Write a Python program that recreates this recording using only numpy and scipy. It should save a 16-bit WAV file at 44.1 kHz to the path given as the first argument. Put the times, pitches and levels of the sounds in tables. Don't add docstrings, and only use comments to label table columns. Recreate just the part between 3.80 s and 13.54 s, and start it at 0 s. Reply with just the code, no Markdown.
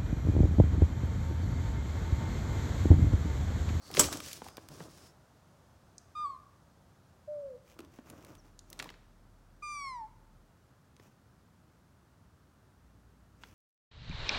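import sys
import numpy as np
from scipy import signal
from scipy.fft import rfft, irfft, next_fast_len
from scipy.io import wavfile
from scipy.ndimage import uniform_filter1d, map_coordinates

SR = 44100
rng = np.random.default_rng(int(sys.argv[2]) if len(sys.argv) > 2 else 0)


def digitize_waveform(pressure):
    field = np.atleast_2d(pressure).T
    bounded = np.clip(field, -1, 1)
    quanta = np.round(bounded * 32767).astype(np.int16)
    wavfile.write(sys.argv[1], SR, quanta)


N = 429534
TIME = np.arange(N) / SR

# (start [s], length [s], friction [dB], drumming [dB])
HAND_MOVES = [(0.06, .04, -61, -66), (0.115, .06, -56, -48), (0.188, .057, -35.5, -36),
              (0.28, .08, -53.5, -43), (0.333, .005, -42.5, -45), (0.44, .05, -47, -53),
              (0.5, .07, -50.5, -57), (0.64, .04, -56.5, -54), (0.79, .07, -68, -60),
              (0.92, .14, -59, -52.5), (1.1, .17, -62, -61)]
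# (start [s], length [s], friction [dB], drumming [dB])
PAW_MOVES = [(3.895, .02, -67, -75), (3.99, .05, -79, -59), (4.14, .03, -69, -64), (4.27, .27, -68, -55.5),
             (4.65, .03, -73, -66), (4.91, .05, -71, -59), (5.0, .06, -63, -51), (7.23, .04, -71, -67),
             (9.62, .12, -70.5, -65)]
# (frequency [Hz], gain [dB])
NARROW_MOUTH = [(1500, 0), (3300, -8), (3650, 2.5), (4500, 4), (4900, -0.5), (5500, -15), (6100, -11.5),
                (7300, -13), (7800, -2.5), (8500, -11), (9700, -30), (12000, -32), (15000, -38)]


def from_db(db):
    return 10 ** (np.asarray(db) / 20)


def rms_one(x):
    return x / np.sqrt(np.mean(x ** 2) + 1e-20)


def energy_one(x):
    return x / np.sqrt(np.sum(x ** 2) + 1e-20)


def at_hz(points, hz):
    known, values = np.transpose(points)
    return np.interp(np.log(np.maximum(hz, 1)), np.log(known), values)


def gate(t, start, end, rise, fall):
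    ramp = np.clip(np.minimum((t - start) / rise, (end - t) / fall) + 1, 0, 1)
    return np.sin(np.pi / 2 * ramp) ** 2


def drift(rate, size):
    knots = rng.standard_normal(int(size / SR * rate) + 4)
    return map_coordinates(knots, [np.arange(size) / SR * rate + 1], order=2)


def colour(x, spectrum):
    size = next_fast_len(len(x))
    gain = from_db(at_hz(spectrum, np.arange(size // 2 + 1) * SR / size))
    return rms_one(irfft(rfft(x, size) * gain, size)[:len(x)])


def add(out, s, sound):
    i = max(int(s * SR), 0)
    out[i:i + len(sound)] += sound[:N - i]


def room_tone(rumble_db, murmur_db, sink_db_per_s):
    # (frequency [Hz], level [dB])
    rumble_colour = [(20, -43.5), (35, -16), (50, -8), (65, -3), (85, -1), (120, -3), (175, -6),
                     (230, -9.5), (500, -20), (620, -19.5), (750, -21), (1370, -20.5), (2350, -32.5),
                     (4500, -35), (6000, -36), (16000, -43)]
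    # (frequency [Hz], level [dB])
    murmur_colour = [(200, -12), (600, 1.5), (1200, -5.5), (2400, -18), (6000, -17), (16000, -32)]
    rumble = from_db(rumble_db) * colour(rng.standard_normal(N), rumble_colour)
    murmur = from_db(murmur_db - sink_db_per_s * TIME) * colour(rng.standard_normal(N), murmur_colour)
    return rumble + murmur


def hum(swell_s, fade_s):
    # (start [s], end [s], level [dB], pitch [Hz])
    spells = [(4.62, 6.56, -62.5, 38), (9.05, 9.74, -65, 57)]
    return sum(np.sqrt(2) * from_db(db) * np.sin(2 * np.pi * hz * TIME)
               * gate(TIME, start, end, swell_s, fade_s) for start, end, db, hz in spells)


def room_echo(x):
    # (frequency [Hz], 60 dB decay [s])
    decay_times = [(150, 1), (1100, .55), (5000, 0.69), (15000, .25)]
    t, tail = np.arange(SR) / SR, 0
    edges_hz = np.geomspace(60, 17000, 9)
    for low, high in zip(edges_hz, edges_hz[1:]):
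        bandpass = signal.butter(2, [low, high], "band", fs=SR, output="sos")
        band = signal.sosfilt(bandpass, rng.standard_normal(SR))
        tail = tail + band * from_db(-60 * t / at_hz(decay_times, np.sqrt(low * high)))
    return signal.fftconvolve(x, energy_one(tail * np.clip(t / .012, 0, 1)))[:N]


def movements(rows, build_db_per_s=340, friction_fall_db_per_s=270, drum_fall_db_per_s=160):
    friction, drumming = 0, 0
    for start, length, friction_db, drum_db in rows:
        early_db = build_db_per_s * np.maximum(start - TIME, 0)
        after = np.maximum(TIME - start - length, 0)
        friction = np.maximum(friction, from_db(friction_db - early_db - friction_fall_db_per_s * after))
        drumming = np.maximum(drumming, from_db(drum_db - early_db - drum_fall_db_per_s * after))
    return friction, drumming


def rustle(spectrum, grains_per_s, spread_db, hiss):
    slips = rng.random(N) < grains_per_s * from_db(4 * drift(40, N)) / SR
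    grains = slips * rng.standard_normal(N) * from_db(spread_db * np.minimum(rng.exponential(1, N), 4))
    return colour(rms_one(grains) + hiss * rng.standard_normal(N), spectrum)


def rubbing():
    # (frequency [Hz], level [dB])
    glove_colour = [(900, -30), (1500, -4.5), (2640, -3), (4000, -1.5), (5500, 1.5), (7500, -3),
                    (10000, -6), (13400, -13), (16000, -9)]
    # (frequency [Hz], level [dB])
    paper_colour = [(600, -1), (1500, -8.5), (2500, -1.5), (4000, -12), (6000, -5.5), (9000, -15.5),
                    (11500, -15), (16000, -14)]
    # (frequency [Hz], level [dB])
    drum_colour = [(25, -38), (45, -16.5), (80, -5.5), (160, -5.5), (230, -9), (300, -4), (430, -12.5),
                   (610, -11), (790, -18.5), (1150, -14.5), (1650, -24), (2600, -45), (4000, -82.5)]
    hand_friction, hand_drumming = movements(HAND_MOVES)
    paw_friction, paw_drumming = movements(PAW_MOVES)
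    glove = hand_friction * rustle(glove_colour, grains_per_s=3500, spread_db=2.5, hiss=1.2)
    paper = paw_friction * rustle(paper_colour, grains_per_s=1200, spread_db=2.5, hiss=.8)
    drum = (hand_drumming + paw_drumming) * rustle(drum_colour, grains_per_s=400, spread_db=3, hiss=1.2)
    return from_db(-.5) * glove + from_db(2) * paper + from_db(-1.5) * drum


def floor_bumps(gain_db, decay_cycles):
    # (time [s], relative energy [dB], pitch [Hz])
    bumps = [(0.253, -7, 80), (0.345, -16, 270), (0.901, -24.5, 149), (1.008, -16.5, 160),
             (3.992, -19.5, 321), (4.004, -23, 350), (4.037, -28, 299), (4.188, -23.5, 258),
             (4.3, -27, 241)]
    out, t = np.zeros(N), np.arange(SR // 2) / SR
    for s, db, hz in bumps:
        swing = np.sin(2 * np.pi * hz * t) * from_db(-60 * t * hz / decay_cycles) * (1 - np.exp(-t * hz))
        add(out, s, from_db(db + gain_db) * energy_one(swing))
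    return out


def squeak(start_s, length_s, start_hz, sag_hz_per_s, db):
    hz = start_hz - sag_hz_per_s * (TIME - start_s)
    tone = np.sqrt(2) * np.sin(2 * np.pi * np.cumsum(hz) / SR)
    return from_db(db) * tone * gate(TIME, start_s, start_s + length_s, .004, .007)


def stray_ticks(count, above_db=24, centre_hz=5000, octaves=2):
    return [(start + length * when, friction_db + above_db + 6 * (force - .5),
             centre_hz * 2 ** (2 * pitch - 1), octaves)
            for start, length, friction_db, _ in HAND_MOVES + PAW_MOVES
            for when, force, pitch in rng.random(size=(count, 3))]


def pen_taps(bend_s, rattle_db, gain_db):
    # (time [s], relative energy [dB], centre [Hz], width [octaves])
    taps = [(0.1025, -20.5, 704, .85), (0.1143, -23, 7020, 2.4), (0.141, -15, 4570, .55),
            (0.1487, -12.5, 2000, 4), (0.1703, -4.5, 3020, .9), (0.1767, -3, 470, .45),
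            (0.184, -7, 370, .4), (0.286, -15, 1030, .5), (0.3275, -11.5, 4550, 1.7),
            (0.3719, -18.5, 6500, .7), (0.4027, -16, 3950, 1.7), (0.531, -15.5, 8840, 1.4),
            (0.619, -15.5, 304, 1.9), (0.6648, -20.5, 850, .6), (0.6853, -24, 1800, 5),
            (0.77, -22, 5000, 1.9), (0.7798, -17.5, 297, 2), (0.8874, -25.5, 6260, 2),
            (1.0042, -17.5, 500, 1.5), (2.182, -23.5, 6330, .35), (3.9903, -23, 1300, 2.5),
            (4.0042, -29, 1500, 3), (4.0485, -37, 900, 4), (4.1873, -25, 603, 1.6),
            (4.3001, -25, 12000, 2.2), (4.4486, -31, 12000, 2), (4.5524, -33.5, 9070, 3.3),
            (4.792, -26, 6040, .55), (4.902, -26, 13100, .95), (4.9297, -22, 12000, 2.1),
            (4.992, -18.5, 4200, 1), (4.9988, -11, 2470, 1), (5.0255, -18.5, 2490, 1.9),
            (5.0426, -25.5, 2400, 2), (5.0584, -22.5, 694, .9), (5.091, -23, 2220, .8),
            (5.1025, -26, 1570, 1.8), (5.1403, -34, 2200, .9), (7.1658, -39, 4970, .85),
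            (7.1978, -29, 627, 2.1), (9.6358, -21.5, 1900, .9)]
    out, size, lead_s = np.zeros(N), 4096, .01
    t, hz = np.arange(size) / SR, np.maximum(np.arange(size // 2 + 1) * SR / size, 30)
    delay = lead_s + bend_s * np.sqrt(1000 / hz)
    travel = np.exp(-2j * np.pi * np.cumsum(delay) / size * SR)
    bass_cut = hz ** 2 / (hz ** 2 + 130 ** 2)
    for s, db, centre_hz, octaves in taps + stray_ticks(count=2):
        rattle_t60 = .022 * (centre_hz / 2000) ** -.15 * 2 ** ((db + 20) / 32)
        push = from_db(rattle_db) * energy_one(rng.standard_normal(size) * from_db(-60 * t / rattle_t60))
        push[0] += 1
        shape = np.exp(-.5 * (np.log2(hz / centre_hz) / octaves) ** 2) / np.sqrt(hz) * bass_cut
        tap = energy_one(irfft(rfft(push) * shape * travel))
        add(out, s - lead_s - bend_s / 2, from_db(db + gain_db) * tap)
    return out


def lid_knock(crack_t60, crack_db, ring_t60, ring_db, buzz_t60, buzz_db, thud_t60, thud_hz):
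    # (time [s], relative energy [dB])
    contacts = [(0.1939, 4), (0.1957, 9), (0.1988, 2.5), (0.2005, -3), (0.2052, -6), (0.2086, -1.5)]
    # (frequency [Hz], level [dB])
    contact_colour = [(59, -35.5), (100, -6.5), (289, -5.5), (768, -12), (1170, -7), (1650, -10.5),
                      (1870, -20), (3470, -9), (3860, -19.5), (5530, -5.5), (7140, -4.5), (7770, 2),
                      (9210, -10), (14400, -16.5), (16000, -19.5)]
    # (frequency [Hz], level [dB])
    modes = [(290, 0), (366, -6), (455, -8), (600, -4), (963, -11), (1138, -7), (1219, -7), (1574, -10),
             (5130, -10), (5692, -10), (6260, -11), (6591, -6), (6640, -7), (7364, -8), (7520, -3),
             (7690, -7), (7897, -2), (8018, -5), (8133, -5), (8350, -7), (8455, -8), (8692, -6),
             (9802, -11), (11323, -9), (13940, -9), (14970, -11)]
    out, t = np.zeros(N), np.arange(SR // 2) / SR
    for s, db in contacts:
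        crack = colour(rng.standard_normal(len(t)), contact_colour) * from_db(-60 * t / crack_t60)
        add(out, s, from_db(db + crack_db) * energy_one(crack))
    hz, mode_db = np.transpose(modes)
    strengths = from_db(mode_db + rng.normal(0, 1, len(hz))) * rng.choice([-1, 1], len(hz))
    t60 = ring_t60 * (hz[:, None] / hz[0]) ** -.15
    ring = strengths @ (np.sin(2 * np.pi * hz[:, None] * t) * from_db(-60 * t / t60))
    buzz = colour(rng.standard_normal(len(t)), contact_colour) * from_db(-60 * t / buzz_t60)
    thud = np.sin(2 * np.pi * thud_hz * t) * from_db(-60 * t / thud_t60)
    swell = 1 - np.exp(-t / .0018)
    hardest_s = contacts[1][0]
    for sound, db in (ring, ring_db), (buzz, buzz_db), (thud, 0):
        add(out, hardest_s, from_db(db) * energy_one(sound * swell))
    return out


def hoarse_cries(width_hz):
    # (start [s], end [s], level [dB], main resonance [Hz])
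    cries = [(0.032, 0.11, -59.5, 4470), (0.681, 0.748, -66, 4970), (1.171, 1.29, -67.5, 5280)]
    # (frequency [multiple of the main one], gain [dB])
    resonances = [(0.27, -3), (1.0, 1), (1.25, -7), (1.68, -13)]
    out = np.zeros(N)
    for start, end, db, main_hz in cries:
        t = np.arange(max(start - .04, 0), end + .05, 1 / SR)
        breath, cry = rng.standard_normal(len(t)), 0
        for ratio, gain_db in resonances:
            peak = signal.iirpeak(ratio * main_hz, ratio * main_hz / width_hz, fs=SR)
            cry = cry + from_db(gain_db) * signal.lfilter(*peak, breath)
        add(out, t[0], from_db(db) * rms_one(cry) * gate(t, start, end, .028, .04))
    return out


def sagging(start, length, hz, lost_hz, db, lost_db):
    part = np.linspace(0, 1, 40)
    return np.column_stack([start + length * part, hz - lost_hz * part ** 2, db - lost_db * part ** 2])


def mew(contour, throat, second_db, upper_db, open_s, closing_db_per_s,
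        jitter, shimmer_db, attack_s, release_s, rasp_db):
    s, hz, db = np.transpose(contour)
    t = np.arange(s[0] - .02, s[-1] + .08, 1 / SR)
    pitch = uniform_filter1d(np.interp(t, s, hz), size=500) * (1 + jitter * drift(120, len(t)))
    phase = 2 * np.pi * np.cumsum(pitch) / SR
    harmonics = np.arange(3, 15)[:, None]
    flutter = np.array([drift(49.5, len(t)) for _ in harmonics])
    gains = from_db(at_hz(throat, harmonics * pitch) + shimmer_db * flutter)
    upper = (gains * np.sin(harmonics * phase)).sum(0) / np.sqrt((gains ** 2).sum(0))
    upper += from_db(rasp_db) * colour(rng.standard_normal(len(t)), throat) * (1 + np.sin(phase))
    age = np.maximum(t - s[0], 0)
    opening = from_db(-7 * np.exp(-age / .025))
    closing = from_db(-closing_db_per_s * np.maximum(age - open_s, 0))
    overtones = closing * (from_db(second_db) * np.sin(2 * phase) + from_db(upper_db) * opening * upper)
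    voice = from_db(np.interp(t, s, db)) * np.sin(phase) + overtones
    out = np.zeros(N)
    add(out, t[0], np.sqrt(2) * voice * gate(t, s[0], s[-1], attack_s, release_s))
    return out


def thin_mew():
    # (time [s], pitch [Hz], level [dB])
    contour = [(2.358, 1219, -42), (2.44, 1209, -36), (2.452, 1167, -31), (2.466, 1115, -35),
               (2.486, 1123, -44), (2.514, 1094, -45), (2.55, 1037, -51)]
    return mew(contour, NARROW_MOUTH, second_db=-62, upper_db=-54, open_s=.02, closing_db_per_s=115,
               jitter=.0025, shimmer_db=1, attack_s=.009, release_s=.045, rasp_db=-29)


def closed_mew():
    # (start [s], length [s], pitch [Hz], pitch lost [Hz], level [dB], level lost [dB])
    call = (3.49, 0.262, 600, 113, -39.5, 10)
    return mew(sagging(*call), NARROW_MOUTH, second_db=-78, upper_db=-90, open_s=.2, closing_db_per_s=100,
               jitter=.005, shimmer_db=2, attack_s=.018, release_s=.033, rasp_db=-18)


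def open_mew():
    # (start [s], length [s], pitch [Hz], pitch lost [Hz], level [dB], level lost [dB])
    call = (5.831, 0.402, 1201, 333, -43, 0)
    # (frequency [Hz], gain [dB])
    throat = [(1500, -8), (3100, -14.5), (3600, -15), (4100, 8), (4600, -3), (5600, 3), (6000, -3.5),
              (6600, -19), (7200, -7.5), (8200, -10.5), (9400, -10.5), (10600, -28), (12400, -42),
              (14200, -29)]
    return mew(sagging(*call), throat, second_db=-48, upper_db=-52.5, open_s=.255, closing_db_per_s=190,
               jitter=.0012, shimmer_db=2, attack_s=.011, release_s=.05, rasp_db=-45)


def scene():
    thin, closed, wide = thin_mew(), closed_mew(), open_mew()
    pen = pen_taps(bend_s=.0016, rattle_db=4, gain_db=-.5) + floor_bumps(gain_db=.5, decay_cycles=12)
    pen += squeak(start_s=4.583, length_s=.02, start_hz=6150, sag_hz_per_s=37000, db=-67.5)
    lid = lid_knock(crack_t60=.019, crack_db=.5, ring_t60=.19, ring_db=5.5,
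                    buzz_t60=.1, buzz_db=5, thud_t60=.068, thud_hz=280)
    rustling = rubbing()
    calls = from_db(-12.5) * thin + from_db(-16.5) * closed + from_db(-16) * wide
    dull_calls = signal.sosfilt(signal.butter(1, 1800, fs=SR, output="sos"), calls)
    echo = room_echo(dull_calls + from_db(-16) * pen + from_db(-20.5) * lid)
    kitten = thin + closed + wide + hoarse_cries(width_hz=290)
    background = room_tone(rumble_db=-62.9, murmur_db=-66, sink_db_per_s=1.6)
    background += hum(swell_s=.14, fade_s=.22)
    return (background + echo + rustling + pen + lid + kitten)[None]


def record(dry):
    ceiling, cutoff_hz = .7, 15900
    lowpass = signal.ellip(10, .2, 70, cutoff_hz, fs=SR, output="sos")
    return signal.sosfilt(lowpass, ceiling * np.tanh(dry / ceiling))


dry = scene()
out = record(dry)
digitize_waveform(out)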